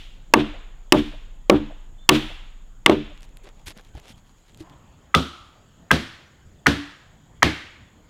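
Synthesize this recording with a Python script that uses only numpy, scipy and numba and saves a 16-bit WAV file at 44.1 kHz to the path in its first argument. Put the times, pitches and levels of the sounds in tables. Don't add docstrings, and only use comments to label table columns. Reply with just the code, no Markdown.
import sys
import numpy as np
from scipy import signal
from scipy.fft import irfft
from scipy.io import wavfile
from scipy.ndimage import uniform_filter1d
from numba import njit

SR = 44100
rng = np.random.default_rng(int(sys.argv[2]) if len(sys.argv) > 2 else 0)


def materialize(psi):
    bounded = np.clip(np.atleast_2d(psi).T, -1, 1)
    quanta = np.round(bounded * 32767).astype(np.int16)
    wavfile.write(sys.argv[1], SR, quanta)


def gain_from_db(level_db):
    decades = np.asarray(level_db, float) / 20
    return 10 ** decades


N = 356769
LEAD = SR // 2


# t/s, crack level/dB, peg f/Hz, brightness/dB per octave, beam level/dB
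NEAR_BLOWS = [
    (-.25, 4, 2000, 7, 1),
    (0.3377, 11.5, 938.5, -2.5, 0.5),
    (0.9225, 2.5, 900, 2, 1),
    (1.4977, 4, 560, -4, 2.5),
    (2.091, 14.5, 915, 2.5, 1),
    (2.8613, 5, 2122, -1.5, -7),
    (2.8963, -12, 803.7, -3.5, -2),
]
# echo peak at the peg level/dB, its width/octaves, mallet f/Hz, its level/dB, splinter level/dB
NEAR_HUE = (3.5, 1.47, 2699, -0.94, 0.57)
# f/Hz, level/dB, t60/s
NEAR_HEAD = [(1140, -8.5, 0.037), (1747, -6, 0.026), (2180, -6, 0.019), (5210, -10.5, 0.0057)]
# f/Hz, level/dB
NEAR_KNOCK = [(150, -25), (400, -4.5), (800, 0), (1250, -3), (1800, -20.5), (4000, -49.5)]
# f/Hz, level/dB, t60/s
NEAR_BEAMS = [(77, -16, 0.39), (141, -15, .32), (220, -6, 0.27), (303.7, -0.5, 0.27), (372.7, -5, .22),
              (477, -13.5, 0.22), (598, -13, .15), (627, -11.5, 0.12), (900, -15.5, 0.13)]
# f/Hz, level/dB, t60/s
FRAME_SWAY = [(23.93, -30, 4.3), (37.4, -35, 4.1)]
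# f/Hz, level/dB
NEAR_TREES = [(100, -31), (300, -9), (700, -5), (1500, -4.5), (2400, -2), (3500, 2), (4600, -12),
              (9000, -25), (15000, -33.5), (17000, -51)]


def near_blows():
    mix = np.zeros(LEAD + N)
    for s, db, hz, tilt_db, beams_db in NEAR_BLOWS:
        hit = crack(hz, tilt_db, NEAR_HEAD, NEAR_HUE, contact=.002, snap_db=0.5, peg_t60=0.013)
        add(mix, s, gain_from_db(db) * hit)
        echo_db = 0.58 * db + .8 * tilt_db
        echo = trees(NEAR_TREES, hz, tilt_db, NEAR_HUE, rise=0.0027, early_db=2.5, early_t60=0.033,
                     edge_s=0.065, edge_db=6.5)
        add(mix, s, gain_from_db(echo_db) * echo)
        thump = ring([(339.6, 5.5, 0.033), (560, -3, 0.01)], .1, rise=0.00025)
        add(mix, s, gain_from_db(beams_db + 0.5) * thin(thump))
        knock = evened(signal.oaconvolve(rng.standard_normal(6000), thick(NEAR_KNOCK), "same"))
        add(mix, s, gain_from_db(.3 * db - 15.5 - 60 * np.arange(6000) / SR / 0.096) * knock)
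        add(mix, s, beams(NEAR_BEAMS, beams_db - 6.5, rise=0.02, slowing=0.71, twin_db=-4.0,
                          joints_db=-7.5, joints_t60=0.2))
        add(mix, s + 0.024, gain_from_db(beams_db - 6.5) * ring(FRAME_SWAY, 3.1, rise=.03))
        burst = rng.standard_normal(2600) * np.hanning(2600)
        slap = signal.oaconvolve(burst, ring([(647, 0, 0.018)], 0.037))
        add(mix, s + .185, gain_from_db(beams_db - 55) * evened(slap))
    return mix[LEAD:]


# t/s through the air, crack level/dB, peg f/Hz, mallet f/Hz, loudest beam f/Hz
FAR_BLOWS = [
    (5.1491, -1, 1267, 3507, 269),
    (5.914, 0, 1600, 1103, 259.7),
    (6.6678, 3, 1449, 1823, 286.3),
    (7.4296, 7, 1833, 1179, 306.2),
]
# f/Hz, level/dB, t60/s
TIMBER_KNOCK = [(1270, 6, 0.052), (1600, 5, .03), (2000, 8, 0.027), (3300, -16, 0.046)]
# f/Hz, level/dB, t60/s
FAR_HEAD = [(2000, -11.5, 0.014), (3073, -9, 0.02), (3830, -13.5, 0.0074), (5900, -11, 0.0077)]
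# f/Hz, level/dB, t60/s
FAR_BEAMS = [(73.4, -4.5, 0.29), (103.5, -8, 0.285), (158.9, -4, 0.2624), (226.4, -5, .24),
             (334.2, -16, 0.46), (484, -18.5, 0.13)]
# f/Hz, level/dB
FAR_TREES = [(100, -28), (300, -11), (700, -3.5), (1500, -5.5), (3300, 4), (5000, -5), (9000, -18),
             (15000, -28), (17000, -50)]


def far_blows():
    mix = np.zeros(LEAD + N)
    timber_lead_s = .0069
    for k, (s, db, hz, mallet_hz, beam_hz) in enumerate(FAR_BLOWS):
        loose = 0.14 ** k
        loss_db = 0.5 * loose
        tilt_db = 0.5 - .3 * db
        ring_db = 9.5 + 10 * loose
        hue = (ring_db, 4.8 / ring_db, mallet_hz, .4, -.3)

        knock = ring(TIMBER_KNOCK + [(hz, 5, .04)], .08, rise=0.0014)
        add(mix, s - timber_lead_s, gain_from_db(-14 - .5 * loss_db) * knock)
        hit = crack(hz, tilt_db, FAR_HEAD, hue, contact=.0012, snap_db=-1.0, peg_t60=0.015)
        add(mix, s, gain_from_db(db - 6.5) * hit)
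        loose_peg = ring([(hz * .96, -11.5, 0.088), (hz * 1.02, -14.5, 0.088)], .2, rise=.001)
        add(mix, s, loose * loose_peg)
        echo = trees(FAR_TREES, hz, tilt_db, hue, rise=0.0065, early_db=4.0, early_t60=0.193,
                     edge_s=0.043, edge_db=1.0)
        add(mix, s - timber_lead_s, gain_from_db(8 + .45 * db) * echo)
        loudest = (beam_hz, 0.5 - loss_db, 0.26)
        add(mix, s, beams(FAR_BEAMS + [loudest], -17.5, rise=0.011, slowing=0.22, twin_db=-5.0,
                          joints_db=-1, joints_t60=.25))
    return mix[LEAD:]


# f/Hz, level/dB
FIBRE_SNAP = [(300, -29), (1000, -3.5), (2500, 9), (6000, -3.5), (11000, -16.5), (15000, -16.5),
              (17500, -41.5)]


def crack(hz, tilt_db, head, hue, contact, snap_db, peg_t60):
    _, _, mallet_hz, mallet_db, splinter_db = hue
    t = np.arange(4000) / SR
    modes = head + [(hz, 0, peg_t60), (mallet_hz, mallet_db, peg_t60)]
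    body = ring(modes, 4000 / SR, rise=0.000086)
    second_contact = np.r_[np.zeros(round(contact * SR)), body][:4000]
    fibres = rng.standard_normal(4000) * np.exp(-(t / (1.7 * contact)) ** 2)
    snap = gain_from_db(snap_db + splinter_db) * coloured(fibres, FIBRE_SNAP)
    return thin(coloured(body + second_contact + snap, [(100, 0), (1e4, 0.00035)], tilt_db))


# f/Hz, level/dB
JOINT_RATTLE = [(60, -14), (150, -0.5), (300, 1), (600, -5.5), (1100, -13.5), (1600, -18.5), (3000, -50.5)]


def beams(modes, db, rise, slowing, twin_db, joints_db, joints_t60):
    detune = rng.uniform(-1, 1, len(modes))
    twins = [(hz * (1 + .07 * a), d + twin_db, 1.1 * t60) for (hz, d, t60), a in zip(modes, detune)]
    t = np.arange(SR // 2) / SR
    tones = np.zeros(len(t))
    for mode in modes + twins:
        swell = 1 - np.exp(-(t / rise * (mode[0] / 300) ** slowing) ** 3)
        tones = tones + ring([mode], .5) * swell
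    rattle = evened(signal.oaconvolve(rng.standard_normal(len(t)), thick(JOINT_RATTLE), "same"))
    rattle = rattle * gain_from_db(joints_db - 60 * t / joints_t60) * (1 - np.exp(-t / 0.0013))
    return gain_from_db(db) * (tones + rattle)


# f/Hz, t60/s
WOODS_T60 = [(100, 0.02), (300, 1), (600, 0.73), (1200, 0.83), (3000, 0.74), (6000, 0.6854), (12000, 0.56)]


def trees(colour, peg_hz, tilt_db, hue, rise, early_db, early_t60, edge_s, edge_db):
    peak_db, peak_octaves, mallet_hz, mallet_level_db, _ = hue
    hz, t, z = signal.stft(rng.standard_normal(SR * 3 // 2), SR, nperseg=512)
    peg_db = peak_db * np.exp(-(np.log2((hz + 1) / peg_hz) / peak_octaves) ** 2)
    mallet_db = 0.99 * (mallet_level_db + 3.0) * np.exp(-(np.log2((hz + 1) / mallet_hz) / .22) ** 2)
    colour_db = read(colour, hz) + tilt_db * np.log2((hz + 1000) / 3000) + peg_db + mallet_db
    late = gain_from_db(-60 * t / read(WOODS_T60, hz)[:, None])
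    early = gain_from_db(early_db - 60 * t / early_t60)
    tail = signal.istft(z * gain_from_db(colour_db)[:, None] * (late + early), SR, nperseg=512)[1]
    t = np.arange(len(tail)) / SR
    build = 1 - np.exp(-(t / rise) ** 2)
    tree_line = gain_from_db(edge_db * np.exp(-((t - edge_s) / 0.016) ** 2))
    tail = tail * build * tree_line
    return tail / np.linalg.norm(tail)


# t/s, level/dB, f/Hz, t60/s
BEAM_ROCKS = [
    (6.761, -17.5, 288.4, 0.25),
    (7.489, -23, 318, 0.11),
]


def rocking_beams():
    mix = np.zeros(LEAD + N)
    for s, db, hz, t60 in BEAM_ROCKS:
        add(mix, s, ring([(hz, db, t60)], .4, rise=0.13 * t60))
    return mix[LEAD:]


# f/Hz, level/dB
LEAF_LITTER = [(100, -15), (400, 8), (1000, 2.5), (3300, 3.5), (6000, -6.5), (11000, -14.5), (14500, -24),
               (16500, -47)]
# t/s, peak level/dB
TWIG_SNAPS = [(3.1766, -37), (3.2076, -37), (3.2219, -35), (3.2311, -30), (3.2918, -40.5), (3.371, -26.5),
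              (3.4353, -43), (3.49, -35), (3.6600, -32), (3.6993, -23), (3.7755, -29), (3.8114, -40),
              (3.8494, -39), (3.952, -35), (3.9757, -38), (3.9992, -33), (4.0424, -51), (4.1591, -44),
              (4.5464, -35), (4.606, -33), (4.5745, -33), (4.6977, -35)]


def twigs():
    mix = np.zeros(LEAD + N)
    for s, db in TWIG_SNAPS:
        tick = rng.standard_normal(200) * np.exp(-np.arange(200) / 17.0)
        tick = 2.7 * tick / np.linalg.norm(tick)
        hz = 3080 * (1 + 0.13 * rng.uniform(-1, 1))
        add(mix, s, gain_from_db(db) * (.5 * coloured(tick, LEAF_LITTER, 5.1) + ring([(hz, -9, .003)], 200 / SR)))
    return mix[LEAD:]


# t/s, length/s, level/dB, brightness/dB per octave
LEAF_CRUNCHES = [(3.209, 0.068, -61, 4.5), (3.417, 0.11, -50, -4), (3.43, 0.025, -58, 5),
                 (3.655, 0.049, -38.5, 4), (3.683, 0.05, -45, 1), (3.74, 0.088, -51, -2),
                 (3.929, 0.092, -52, -1.5), (4.016, 0.12, -55.5, 0), (4.065, 0.077, -49, 3),
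                 (4.139, 0.084, -62.5, 2), (4.219, 0.14, -66.5, 3), (4.419, 0.14, -63.5, 1.5),
                 (4.564, 0.085, -54, 2.5), (4.685, .03, -61.5, -1), (3.489, 0.23, -67, 0.5),
                 (3.779, 0.17, -65, 0.5), (3.962, .2, -59, -0.5), (4.3, 0.22, -70, 1.5)]


def leaves():
    mix = np.zeros(LEAD + N)
    for s, length, db, tilt_db in LEAF_CRUNCHES:
        fine, clumps, snaps = rng.standard_normal((9000, 3))[:round(length * SR)].T
        clumps_db = 4 * evened(uniform_filter1d(clumps, 90))
        grains = fine * gain_from_db(clumps_db) * (1 + 2.5 * (snaps > 2.6))
        crunch = evened(coloured(grains, LEAF_LITTER, tilt_db))
        add(mix, s, gain_from_db(db) * crunch * np.hanning(len(crunch)) ** 1.1)
    return mix[LEAD:]


# t/s, level/dB, f/Hz, t60/s
HEEL_THUDS = [(3.44, -45, 388, .05), (3.67, -32, 71.5, 0.074), (3.68, -38, 313, 0.039),
              (3.766, -39.5, 200, 0.071), (3.948, -27.5, 61, 0.093), (3.948, -38.5, 298, 0.044),
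              (3.975, -36, 690, 0.021), (3.952, -34, 800, .02), (3.766, -42, 650, .025),
              (3.971, -30.5, 114, 0.036), (4.102, -37, 220, 0.046), (4.606, -30, 320.3, 0.091),
              (4.606, -34, 102, 0.054)]


def thuds():
    mix = np.zeros(LEAD + N)
    for s, db, hz, t60 in HEEL_THUDS:
        add(mix, s, ring([(hz, db, t60)], .4, rise=.0015))
    return mix[LEAD:]


# t/s, length/s, start f/Hz, end f/Hz, level/dB
BIRD_NOTES = [
    (1.977, 0.095, 3486, 3560, -58),
    (5.326, 0.21, 8700, 9050, -78),
    (5.547, 0.068, 4600, 4600, -75),
    (5.65, 0.055, 4590, 4580, -74),
    (6.26, 0.026, 5900, 5900, -68),
    (6.586, 0.0113, 3540, 3440, -63),
    (6.559, .08, 8260, 8440, -81.5),
    (7.865, .03, 3400, 3450, -62),
]


def birds():
    mix = np.zeros(LEAD + N)
    for s, length, start_hz, end_hz, db in BIRD_NOTES:
        u = np.linspace(0, 1, round(length * SR))
        hz = start_hz + (end_hz - start_hz) * np.sin(u * 2.2)
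        whistle = np.sin(2 * np.pi * np.cumsum(hz) / SR)
        add(mix, s, gain_from_db(db) * whistle * np.sin(np.pi * u) ** .5)
    return mix[LEAD:]


# f/Hz, width/Hz, level/dB, throb/dB
INSECT_CHOIRS = [
    (6826, 560, -73, 1.),
    (7433, 800, -77.5, 3),
    (3230, 450, -76.5, 4),
]


def insects():
    out = np.zeros(N)
    for centre_hz, width_hz, db, throb_db in INSECT_CHOIRS:
        edges_hz = [centre_hz - width_hz / 2, centre_hz + width_hz / 2]
        band = signal.butter(2, edges_hz, "bandpass", fs=SR, output="sos")
        throb = evened(uniform_filter1d(uniform_filter1d(rng.standard_normal(N), 500), 500))
        out = out + gain_from_db(db + throb_db * throb) * evened(signal.sosfilt(band, rng.standard_normal(N)))
    return out


# f/Hz, level/dB per Hz
DISTANT_AIR = [(65, -33), (110, -1.5), (210, -6), (400, -14), (900, -15.5), (1500, -21), (2500, -26.5),
               (4000, -30.5), (6000, -38), (9000, -55.5)]


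def distant_air():
    frames, hz = N // 256 + 5, np.fft.rfftfreq(1024, 1 / SR)
    a, b, patches = rng.standard_normal((frames, 513, 3)).T
    patches = evened(uniform_filter1d(uniform_filter1d(patches, 10, 0), 14, 1))
    z = (a + 1j * b) * gain_from_db(read(DISTANT_AIR, hz)[:, None] + 2.6 * patches)
    air = evened(signal.istft(z, nperseg=1024, noverlap=768)[1][:N])
    return air * gain_from_db(-57.5 + background_db())


def rumble():
    band = signal.butter(2, [19, 115], "bandpass", fs=SR, output="sos")
    lumps_db = 3 * evened(uniform_filter1d(uniform_filter1d(rng.standard_normal(N), 3000), 3000))
    wind = evened(signal.sosfilt(band, rng.standard_normal(N)))
    return gain_from_db(-57 + 1.1 * background_db() + lumps_db) * wind


# t/s, level/dB
BACKGROUND_LEVEL = [(0, -2.5), (1.5, -3), (2.799, -4), (3.3, -1.7), (4.5, -3.5), (4.65, 3.5), (5.099, -0.4),
                    (6.5, 0), (8.09, -1.5)]


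def background_db():
    return np.interp(np.arange(N) / SR, *np.transpose(BACKGROUND_LEVEL))


def ring(modes, length, rise=0.):
    t = np.arange(round(length * SR)) / SR
    tones = sum(gain_from_db(db - 60 * t / t60) * np.sin(2 * np.pi * hz * t) for hz, db, t60 in modes)
    return tones * (1 - np.exp(-t / (rise + 1e-5)))


def coloured(x, points, tilt_db=0.):
    hz = np.fft.rfftfreq(512, 1 / SR)
    log_gain = np.log(gain_from_db(read(points, hz) + tilt_db * np.log2((hz + 300) / 2300)))
    circle = np.r_[log_gain, log_gain[-2:0:-1]]
    taps = np.fft.ifft(np.exp(circle - 1j * signal.hilbert(circle).imag)).real[:256]
    return signal.oaconvolve(x, taps)[:len(x)]


def thick(points):
    hz = np.fft.rfftfreq(2048, 1 / SR)
    return np.fft.fftshift(irfft(gain_from_db(read(points, hz)))) * np.hanning(2048)


def thin(x):
    return signal.sosfilt(signal.butter(2, 190, "highpass", fs=SR, output="sos"), x)


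def read(points, hz):
    f, value = np.transpose(points)
    return np.interp(np.log(hz + 1), np.log(f + 1), value)


def evened(x):
    return x / np.sqrt(np.mean(x ** 2) + 1e-20)


def add(mix, s, sound):
    part = mix[LEAD + round(s * SR):][:len(sound)]
    part += sound[:len(part)]


def scene():
    blows = near_blows() + far_blows() + rocking_beams()
    steps = twigs() + leaves() + thuds()
    background = birds() + insects() + distant_air() + rumble()
    return (blows + steps + background)[None]


@njit
def follow(power, attack, release):
    out, level = np.empty_like(power), 0.
    for i in range(len(power)):
        level += (power[i] - level) * (attack if power[i] > level else release)
        out[i] = level
    return out


def roll_off(x):
    return signal.sosfilt(signal.butter(12, 16710, fs=SR, output="sos"), x)


def record(dry):
    dry = dry + gain_from_db(-76.5) * rng.standard_normal(dry.shape)
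    power = follow(dry[0] ** 2, attack=1 / (.004 * SR), release=1 / (0.0048 * SR))
    level_db = 10 * np.log10(power + 1e-12)
    limited = dry / gain_from_db(0.57 * np.maximum(level_db + 11.5, 0))
    clipped = limited / (1 + abs(limited) ** 6) ** (1 / 6)
    smoothed = signal.sosfilt(signal.butter(4, 16000, fs=SR, output="sos"), clipped)
    return roll_off(np.clip(1.168 * smoothed, -1, 1))


dry = scene()
out = record(dry)
materialize(out)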